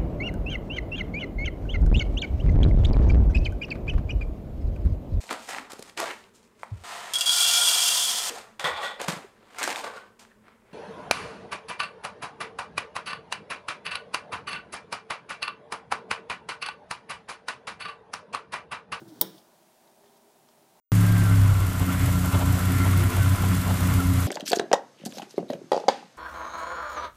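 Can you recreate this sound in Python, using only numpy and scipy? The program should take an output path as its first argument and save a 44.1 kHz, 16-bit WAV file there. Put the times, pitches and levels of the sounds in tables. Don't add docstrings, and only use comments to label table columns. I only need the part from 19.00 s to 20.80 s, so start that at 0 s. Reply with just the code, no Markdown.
import sys
import numpy as np
from scipy import signal
from scipy.fft import rfft, irfft, next_fast_len
from scipy.io import wavfile
from scipy.ndimage import map_coordinates

SR = 44100
rng = np.random.default_rng(int(sys.argv[2]) if len(sys.argv) > 2 else 0)


def invert_db(x):
    u = np.asarray(x, float) / 20
    return 10 ** u


def inscribe(sig):
    pcm = np.round(np.clip(np.atleast_2d(sig).T, -1, 1) * 32767)
    wavfile.write(sys.argv[1], SR, pcm.astype(np.int16))


N = 79380

# (frequency [Hz], density [dB per Hz])
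HUM_SPECTRUM = [(24, -61), (40, -23), (234, -5), (293, -19), (325, -3), (399, -11.5), (467, -14),
                (616, -3.5), (2500, -32), (3250, -80), (5500, -120)]
# (time [s], level [dB])
HUM_LEVEL = [(.35, -64.5), (0.5, -65), (0.622, -68), (0.764, -67.5), (0.868, -66), (0.962, -68.5),
             (1.006, -66), (1.45, -67), (1.8, -66.5)]
# (frequency [Hz], width [Hz], level [dB])
HUM_MODES = [(158, 39, -12), (239.5, 13, -6.5), (335, 19.3, -16), (398.3, 24.4, -9.5), (622, 7, -9.5),
             (775.6, 16, -8.5), (934, 87, -13)]
# (time [s], level [dB])
DRONE_LEVEL = [(.97, -95), (1.02, -68), (1.07, -67), (1.16, -66.5), (1.21, -82), (1.26, -64.5), (1.35, -72),
               (1.42, -79.5)]
# (time [s], rise [s], level [dB], t60 [s])
STIRS = [
    (1.0, 0.04, -71, 0.36),
]
# (frequency [Hz], width [Hz], level [dB])
STIR_MODES = [(335, 27, 7), (650, 22, -8), (775, 33, -13), (1200, 390, -23)]
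# (time [s], level [dB])
PRESS_LEVEL = [(0.0, -60), (0.014, -46.5), (0.04, -58.5), (0.052, -52.5), (0.092, -54), (.15, -53.5),
               (0.19, -53), (.3, -59.5), (.33, -63), (.355, -56), (.4, -64.5), (.5, -95)]
# (frequency [Hz], width [Hz], level [dB])
PRESS_BODY = [(120, 50, -2), (200, 73, -3.5), (325, 46, -3.5), (405, 114, -11.5), (725, 77, -19.5),
              (960, 140, -27.5), (1500, 210, -23.5)]
# (time [s], level [dB])
RUB_LEVEL = [(0, -61.5), (.04, -71), (.076, -68.5), (.085, -60), (.12, -65), (.14, -63.5), (.33, -66),
             (.385, -61.5), (.43, -74), (.5, -81), (1.03, -88), (1.045, -73), (1.09, -78), (1.15, -76),
             (1.17, -66), (1.2, -90)]
# (frequency [Hz], density [dB per Hz])
SKIN_SPECTRUM = [(1200, -43), (2500, -3), (3200, 4.5), (5500, 4.5), (7000, -3), (8500, -1), (13000, -5.5),
                 (15300, 0)]
# (time [s], pitch [Hz], level [dB])
TWANG = [(0, 318.6, -67), (0.029, 343.7, -60), (.055, 345, -68), (.075, 335, -56.5), (.13, 303, -56.5),
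         (0.169, 300, -67), (.33, 301.8, -77), (0.354, 325, -53.5), (.39, 347.3, -68), (.42, 350, -85.5)]
# (time [s], level [dB], centre [Hz], spread [Hz])
TICKS = [
    (.0802, -40, 15100, 1300),
    (0.079, -38, 670, 200),
    (.082, -54, 5000, 2500),
    (0.38, -52, 14900, 1500),
    (.8739, -46, 3690, 695),
    (1.042, -49, 2230, 1500),
    (1.058, -48, 3300, 900),
    (1.075, -54, 3520, 910),
]
# (time [s], peak [dB], pitch [Hz], width [Hz])
TAPS = [(.3800, -53.5, 4800, 130), (.3803, -46.5, 3380, 350), (.3836, -52.5, 4720, 150),
        (.3838, -50, 3587, 500), (.3835, -57, 6300, 500), (.3890, -52, 5140, 200), (.8745, -55, 6000, 1200),
        (1.4868, -51.5, 5600, 890), (1.4868, -54, 500, 700), (1.4870, -63, 8000, 1250),
        (1.4890, -47, 5000, 1500), (1.4892, -55, 3200, 300), (1.4888, -50.5, 1220, 403),
        (1.4940, -57, 5740, 710)]
# (time [s], level [dB], brightness [dB per octave])
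SLAPS = [(.2110, -16, 0), (.21188, 5, 1), (.21245, 3, 1), (.21302, 17.5, 2), (.21368, 13, 1),
         (.2142, 7, -5), (.2155, 4, -1), (.2165, 2, -5), (.2181, -3, -3), (.2196, -8, -1), (.2216, -8, -2)]
# (frequency [Hz], width [Hz], level [dB])
PEG_BODY = [(6400, 420, -17), (7330, 420, -18.5), (8420, 310, -7), (11100, 270, -12), (12490, 570, -2.5),
            (13900, 500, -6.5), (14500, 320, -11), (15260, 640, 2)]
# (frequency [Hz], level [dB], t60 [s])
TUBE_MODES = [(1370, -37, .02), (2060, -30, .018), (3260, -25, .02), (3750, -19, .017), (4300, -27, .013),
              (4560, -22, .016), (5150, -26, .014), (5510, -22, .016)]
# (frequency [Hz], level [dB], t60 [s])
BOARD_MODES = [(154.8, -44, 0.25), (188, -39.5, 0.38), (300, -33, 0.075), (328.7, -33.5, 0.14),
               (371, -44, 0.3), (445, -36, 0.22), (529.7, -40.5, 0.2), (589, -22.5, 0.03),
               (677, -41.5, 0.14), (836, -31.5, 0.065), (979, -34, 0.075)]
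# (frequency [Hz], t60 [s])
WALL_T60 = [(150, 0.34), (700, 0.45), (2000, 0.41), (5000, 0.37), (12000, 0.28), (16000, 0.3)]
# (frequency [Hz], width [Hz], level [dB])
WALL_COLOUR = [(1360, 790, -2.5), (3300, 530, 2), (3790, 270, 5), (4410, 270, -2), (5380, 470, 0.5),
               (6950, 320, -8), (8350, 1150, -8), (11000, 1350, -7.5), (13000, 830, -1), (13600, 800, -2.5),
               (15300, 930, 0.5)]
# (frequency [Hz], density [dB per Hz])
HISS_SPECTRUM = [(880, -11), (1500, -2), (1640, -3.5), (1790, -4.5), (4730, -5.5), (9100, -6),
                 (16000, -8.5)]

BLOW_S = 0.2128
STEADY_TOP_HZ = 15880


def unit(x):
    return x / np.sqrt(np.mean(x ** 2) + 1e-20)


def along(points, hz):
    f, v = np.transpose(points)
    return np.interp(np.log(hz + 1), np.log(f + 1), v)


def curve(rows):
    return np.interp(np.arange(N) / SR, *np.transpose(rows))


def since(start_s):
    return np.clip(np.arange(N) / SR - start_s, 0, None)


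def wobble(rate_hz):
    knots = rng.standard_normal(int(N * rate_hz / SR) + 4)
    return map_coordinates(knots, [np.arange(N) * rate_hz / SR])


def filtered(x, response):
    m = next_fast_len(N + SR // 2)
    return irfft(rfft(x, m) * response(np.fft.rfftfreq(m, 1 / SR)), m)[..., :N]


def body(peaks):
    def response(f):
        total = 0
        for k, (hz, width_hz, db) in enumerate(peaks):
            resonance = 1j * f * width_hz / (hz * hz - f * f + 1j * f * width_hz)
            total = total + (-1) ** k * invert_db(db) * resonance
        return total
    return response


def burst(start_s, db, t60_s, rise_s=0.00017):
    t = since(start_s)
    decay = invert_db(db - 60 * np.minimum(t / t60_s, 3))
    return decay * (1 - np.exp(-t / rise_s)) * rng.standard_normal(N)


def unsteady_tone(hz, db, rough_db, drift):
    phase = 2 * np.pi * np.cumsum(hz * (1 + drift * wobble(41))) / SR
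    return invert_db(db + 3.5 + rough_db * wobble(35.5)) * np.sin(phase)


def room():
    broad = unit(filtered(rng.standard_normal(N), lambda f: invert_db(along(HUM_SPECTRUM, f))))
    broad = broad * invert_db(0.94 * wobble(12.53))
    modes = 0
    for mode in HUM_MODES:
        drive = rng.standard_normal(N) * invert_db(0.96 * wobble(6.55))
        modes = modes + filtered(drive, body([mode]))
    return invert_db(curve(HUM_LEVEL) + 1.5) * (broad + invert_db(-2) * unit(modes))


def appliance():
    return unsteady_tone(405, curve(DRONE_LEVEL) - 0.6, rough_db=2.4, drift=0.013)


def stirs():
    return sum(4 * filtered(burst(s, db, t60_s, rise_s), body(STIR_MODES)) for s, rise_s, db, t60_s in STIRS)


def walls(x):
    delay_s = 0.0079
    hz, t, z = signal.stft(rng.standard_normal(SR // 2), SR, nperseg=256)
    decay = invert_db(-60 * t / along(WALL_T60, hz)[:, None])
    tail = signal.istft(z * decay, SR, nperseg=256)[1]
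    delayed = np.pad(x, (int(delay_s * SR), 0))
    return signal.fftconvolve(delayed, tail / np.linalg.norm(tail))[:N]


def ticks():
    total = 0
    for s, db, hz, width_hz in TICKS:
        colour = body([(hz, width_hz, 0)])
        total = total + filtered(burst(s, db, t60_s=0.029), lambda f: colour(f) ** 2)
    return total


def taps():
    total = 0
    for s, db, hz, width_hz in TAPS:
        t = since(s)
        total = total - invert_db(db) * np.exp(-np.pi * width_hz * t) * np.sin(2 * np.pi * hz * t)
    return total


def hand_press():
    lumps = invert_db(3.5 * wobble(60))
    return invert_db(curve(PRESS_LEVEL)) * unit(lumps * filtered(rng.standard_normal(N), body(PRESS_BODY)))


def hand_rub():
    slips_per_s = 5200
    chance, size = rng.random((2, N))
    slips = (chance < slips_per_s / SR) * (size - 0.5) * invert_db(1.2 * wobble(40))
    rub = unit(filtered(slips, lambda f: invert_db(along(SKIN_SPECTRUM, f)) * (f > 800)))
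    return invert_db(curve(RUB_LEVEL)) * rub


def twang():
    rows = np.array(TWANG)
    hz, db = curve(rows[:, :2]), curve(rows[:, ::2])
    return unsteady_tone(hz, db, rough_db=5, drift=0.041)


def rattle():
    thin_below_hz = 6850
    scrape = burst(0.2140, db=-12.5, t60_s=0.046)
    return filtered(scrape, lambda f: body(WALL_COLOUR)(f) * 1j * f / (thin_below_hz + 1j * f))


def board():
    rough, rise_s = 0.25, 0.00095
    t = since(BLOW_S)
    ring = 0
    for hz, db, t60_s in BOARD_MODES:
        level = invert_db(db - 60 * t / t60_s) * (1 + rough * wobble(51.3))
        ring = ring + level * np.sin(2 * np.pi * hz * t + rough * wobble(40))
    return ring * (1 - np.exp(-t / rise_s))


def peg_tube():
    gain_db, rise_s = 0.8, 0.00082
    t = since(0.2126)
    ring = 0
    for k, (hz, db, t60_s) in enumerate(TUBE_MODES):
        ring = ring + (-1) ** k * invert_db(gain_db + db - 60 * t / t60_s) * np.sin(2 * np.pi * hz * t)
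    return ring * (1 - np.exp(-t / rise_s))


def peg_slaps():
    gain_db = -1.5

    def slaps(f):
        total = 0
        for s, db, tilt in SLAPS:
            level = invert_db(gain_db + db + tilt * np.log2(f / 15000 + 0.05))
            total = total + level * np.exp(-2j * np.pi * f * s)
        return total
    return filtered(np.arange(N) == 0, lambda f: slaps(f) * body(PEG_BODY)(f))


def scene():
    base = board()
    small = ticks() + taps()
    spread = filtered(np.arange(N) == round(BLOW_S * SR), body(WALL_COLOUR))
    wet = walls(invert_db(-6) * spread + invert_db(-14) * base + 0.37 * small)
    background = room() + appliance() + stirs()
    hand = hand_press() + hand_rub() + twang()
    steady = background + wet + small + hand + rattle()
    steady = filtered(steady, lambda f: f < STEADY_TOP_HZ)
    return (steady + base + peg_tube() + peg_slaps())[None]


def band_limit(x):
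    return signal.sosfilt(signal.butter(12, 17170, fs=SR, output="sos"), x)


def record(dry):
    low_cut_hz, top_hz = 99, 17100
    port = body([(2630, 450, 0)])

    def microphone(f):
        bass_cut = (1j * f / (low_cut_hz + 1j * f)) ** 2
        shelf = 0.35 + 0.73 / (1 + (90 / (f + 1)) ** 8)
        return bass_cut * shelf * (1 - port(f))
    hiss = filtered(rng.standard_normal(N), lambda f: invert_db(along(HISS_SPECTRUM, f)) * (f < STEADY_TOP_HZ))
    top = signal.cheby2(7, 40, top_hz, fs=SR, output="sos")
    mix = signal.sosfilt(top, filtered(dry, microphone)) + invert_db(-66.5) * unit(hiss)
    return band_limit(mix)


dry = scene()
out = record(dry)
inscribe(out)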